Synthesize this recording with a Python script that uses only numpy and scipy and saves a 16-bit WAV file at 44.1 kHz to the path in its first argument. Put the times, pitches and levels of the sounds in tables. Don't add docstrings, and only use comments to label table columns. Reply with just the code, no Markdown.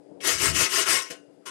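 import sys
import numpy as np
from scipy import signal
from scipy.fft import rfft, irfft
from scipy.io import wavfile
from scipy.ndimage import uniform_filter1d

SR = 44100
rng = np.random.default_rng(int(sys.argv[2]) if len(sys.argv) > 2 else 0)


def wrap_up_sound(samples):
    columns = np.atleast_2d(samples).T
    tamed = np.clip(columns, -1, 1)
    steps = np.round(tamed * 32767).astype(np.int16)
    wavfile.write(sys.argv[1], SR, steps)


def ratio(d):
    e = np.asarray(d, float) / 20
    return 10 ** e


N = 66150


def evened(x):
    return x / np.sqrt(np.mean(x ** 2) + 1e-20)


def read(points, hz):
    f, value = np.transpose(points)
    return np.interp(np.log(hz + 1), np.log(f + 1), value)


def curve(points):
    return np.interp(np.arange(N) / SR, *np.transpose(points))


def filtered(x, points):
    return irfft(rfft(x) * ratio(read(points, np.fft.rfftfreq(N, 1 / SR))), N)


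def coloured(x, points):
    return evened(filtered(x, points))


def wobble(span_s):
    size = max(int(span_s * SR), 2)
    noise = rng.standard_normal(N)
    return evened(uniform_filter1d(uniform_filter1d(noise, size), size))


def patchy(x):
    patch_db = 2.2
    z = signal.stft(x, SR, nperseg=256)[2]
    field = uniform_filter1d(rng.standard_normal(z.shape), size=5, axis=0)
    field = uniform_filter1d(field, size=8, axis=1)
    z = z * ratio(patch_db * evened(field))
    return evened(signal.istft(z, SR, nperseg=256)[1][:N])


def ringing(x, modes, grip_db):
    grip_s = 0.05
    out = np.zeros(N)
    for hz, width, db in modes:
        r = np.exp(-np.pi * width / SR)
        poles = [1, -2 * r * np.cos(2 * np.pi * hz / SR), r * r]
        drive = x * ratio(grip_db * wobble(grip_s))
        out += ratio(db) * (1 - r) * signal.lfilter([1, 0, -1], poles, drive)
    return out


def rubbing():
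    # (start [s], fastest [s], end [s], force [dB], extra ring of the open side [dB])
    strokes = [
        (0.23, 0.288, .41, -19.5, -8),
        (0.376, 0.452, 0.54, -17.5, -4),
        (0.525, 0.612, 0.7, -17, -12),
        (0.681, 0.783, 0.8725, -18.5, -1),
        (0.852, 0.907, 1.0393, -16.5, -0.5),
        (1.454, 1.465, 1.52, -33.5, 14),
    ]
    # (start [s], level [dB], rub length [s], fade [dB/s], extra weight on the bowl [dB])
    touches = [
        (0.207, -36.5, 0.055, 282, -27),
        (0.269, -24.5, 0.0042, 488, -14),
        (1.017, -34, 0.012, 168.5, 3),
        (1.1, -30.5, 0.01, 529, 11),
    ]
    rise_power, fall_power, touch_rise_s = 0.99, 1.445, 0.0059
    t = np.arange(N) / SR
    out = np.zeros((3, N))
    for start, top, end, db, free_db in strokes:
        up = np.clip((t - start) / (top - start), 0, 1)
        down = np.clip((end - t) / (end - top), 0, 1)
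        arch = np.sin(np.pi / 2 * up) ** rise_power * np.sin(np.pi / 2 * down) ** fall_power
        out += ratio(db + np.array([[0], [0], [free_db]])) * arch
    for start, db, length, fade_db_per_s, weight_db in touches:
        rise = np.clip((t - start) / touch_rise_s, 0, 1)
        fade = ratio(-fade_db_per_s * np.maximum(t - start - length, 0))
        out += ratio(db + np.array([[0], [weight_db], [0]])) * rise * fade
    return out


def tearing():
    tears_per_s, spread_db = 9000, 1
    flicker_db, flicker_s = 0.5, 0.0022
    size = ratio(spread_db * np.minimum(rng.exponential(1, N), 4)) * rng.choice([-1., 1.], N)
    tears = evened(size * (rng.random(N) < tears_per_s / SR))
    return patchy(tears * ratio(flicker_db * wobble(flicker_s)))


def grater():
    # (frequency [Hz], density [dB per Hz])
    peel_colour = [(120, -31.5), (200, -36.5), (392, 5), (437, -14), (755, -12), (1380, -6.5), (4020, -4),
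                   (8320, -1.5), (15400, -12.5)]
    # (frequency [Hz], width [Hz], level [dB])
    panels = [(1290, 320, 3.5), (1697, 83, 4.5), (2042, 86, -4), (2576, 110, 7.5), (2875, 95, 5),
              (3780, 89, -14)]
    # (frequency [Hz], width [Hz], level [dB])
    rims = [(4975, 300, 4), (6060, 40, -0.5), (6010, 220, 0), (6380, 440, -6.5), (9000, 45, -2),
            (8430, 170, 0.5), (9750, 25, 4)]
    # (frequency [Hz], width [Hz], level [dB])
    rings = [(1315, 9.9, 4), (1903, 41, 3), (1991, 28, -5), (2143, 38, 3), (2280, 11, -5),
             (2797, 6.7, -8.5), (2820, 4.7, -1), (2850, 12, -7), (2940, 12, 4), (5605, 35, 2.5)]
    # (frequency [Hz], width [Hz], level [dB])
    long_rings = [(1063, 6, 0), (1105, 9, -5), (1405, 7, -3), (1508, 10, -5)]
    # (frequency [Hz], width [Hz], level [dB])
    bowl = [(314.6, 37, -2.5), (405, 17, -1), (497, 32, 1), (656.8, 16, 6), (910, 85, -16)]
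    peel_db, grip_db = -2, 2.5
    sizzle_hz, sizzle_power = 11000, 0.5
    force, weight, free = rubbing()
    tears = tearing()
    peel = coloured(tears, peel_colour)
    top = signal.filtfilt(*signal.butter(2, sizzle_hz, "high", fs=SR), peel)
    lost = 1 - (force / force.max()) ** sizzle_power
    out = ratio(peel_db) * force * (peel - lost * top)
    for modes, db, drive in ((panels, -13, force), (rims, -17, force), (rings, -12, force),
                             (long_rings, -16, free), (bowl, -17, weight)):
        scale = np.sqrt(sum(ratio(2 * level) * width for hz, width, level in modes) * np.pi / SR)
        out += ratio(db) * ringing(tears * drive, modes, grip_db) / scale
    return out


def tick():
    # (frequency [Hz], width [Hz], level [dB])
    struck = [(2300, 200, 0.52), (2630, 150, 1.5), (3180, 130, 0.23)]
    start_s, level_db, fade_db_per_s = 0.204, -33, 450
    t = np.arange(N) / SR - start_s
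    burst = (t > 0) * ratio(-fade_db_per_s * np.maximum(t, 0)) * rng.standard_normal(N)
    ring = ringing(burst, struck, grip_db=0)
    return ratio(level_db) * ring / abs(ring).max()


def table():
    # (time [s], level [dB])
    shake = [(0.25, -62.5), (0.494, -33.5), (0.626, -38), (0.702, -74), (0.75, -53), (0.86, -64.5),
             (0.896, -48.5), (1.026, -71.5), (1.06, -86.5)]
    # (frequency [Hz], density [dB per Hz])
    shake_tone = [(15, -38.5), (25, -26.5), (75, 1), (146, -2), (231, -11.5), (257, -21), (300, 0.5),
                  (390, -24), (660, -120)]
    t = np.arange(N) / SR
    on = (t > shake[0][0]) & (t < shake[-1][0])
    return 2 * on * ratio(curve(shake)) * coloured(rng.standard_normal(N), shake_tone)


def fingers():
    # (time [s], level [dB])
    rustle_level = [(1.2, -60.5), (1.3, -6.5), (1.4, -10.5), (1.45, -2)]
    rustle = ringing(rng.standard_normal(N), [(1250, 500, 0)], grip_db=0)
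    return ratio(-64.5 + curve(rustle_level)) * evened(rustle)


def kitchen(x):
    # (frequency [Hz], time [s])
    decay = [(300, .14), (1500, .2), (5000, .12), (12000, .07)]
    taps = np.zeros(SR // 2)
    at = np.arange(200, len(taps) - 20, 20)
    taps[at + rng.integers(0, 20, len(at))] = rng.choice([-1., 1.], len(at))
    hz, t, z = signal.stft(taps, SR, nperseg=256)
    z = z * ratio(-60 * t / read(decay, hz)[:, None])
    tail = signal.istft(z, SR, nperseg=256)[1]
    return signal.fftconvolve(x, tail / np.linalg.norm(tail))[:N]


def room_tone():
    # (frequency [Hz], density [dB per Hz])
    dull = [(30, -49), (177, -9), (220, -15), (390, -3), (560, -6.5), (800, -17.5), (1100, -30.5),
            (3000, -63.5)]
    # (frequency [Hz], density [dB per Hz])
    bright = [(900, -19), (1500, 2.5), (4400, -5.5), (4900, 2), (5500, -7.5), (8400, -5), (11000, -6.5),
              (15000, -19)]
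    # (time [s], gain [dB])
    duck = [(0, -1), (.25, 4), (1.0, -17.5), (1.2, -1.5), (1.5, -6.5)]
    lump_db, lump_s = 2, 0.02
    hum_hz, hum_waver_hz = 291, 3.06
    air = ratio(-48 + lump_db * wobble(lump_s)) * coloured(rng.standard_normal(N), dull)
    turns = np.cumsum(hum_hz + hum_waver_hz * wobble(0.03)) / SR
    hum = ratio(-48 + 2.5 * wobble(0.0303)) * np.sin(2 * np.pi * turns)
    hiss = ratio(-69.5) * coloured(rng.standard_normal(N), bright)
    return ratio(curve(duck)) * (air + hum) + hiss


def right_hiss():
    # (frequency [Hz], density [dB per Hz])
    hiss_colour = [(80, -15), (200, 2), (2500, -2), (8500, 1), (13000, -3), (14200, -12), (14400, -60)]
    return ratio(-91) * coloured(rng.standard_normal(N), hiss_colour)


def scene():
    wet_db = -9
    steel = grater() + tick()
    left = steel + ratio(wet_db) * kitchen(steel) + table() + room_tone() + fingers()
    return np.array([left, right_hiss()])


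def microphone(x):
    # (frequency [Hz], gain [dB])
    roll_off = [(9000, -0.5), (12000, -2), (15000, -8.5)]
    return filtered(x, roll_off)


def sparse_treble(x):
    # (frequency [Hz], level [dB])
    bar_level = [(9000, -64.5), (11000, -49.5), (13000, -46.5), (15500, -47)]
    follow, waver_db = 0.95, 9.0
    hz, t, z = signal.stft(x, SR, nperseg=1024)
    power = abs(z[:512]) ** 2
    chance = uniform_filter1d(rng.standard_normal((128, len(t))), size=5, axis=1)
    waver = np.repeat(ratio(waver_db * chance), 4, axis=0)
    bar = ratio(2 * read(bar_level, hz[:512]))[:, None] * waver * power.sum(0) ** follow
    z[:512] *= power > bar * (hz[:512, None] > bar_level[0][0])
    return signal.istft(z, SR, nperseg=1024)[1][:N]


def low_pass(x):
    return signal.sosfilt(signal.butter(12, 15600, fs=SR, output="sos"), x)


def record(dry):
    left = sparse_treble(microphone(dry[0]))
    return low_pass(np.array([left, dry[1]]))


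dry = scene()
out = record(dry)
wrap_up_sound(out)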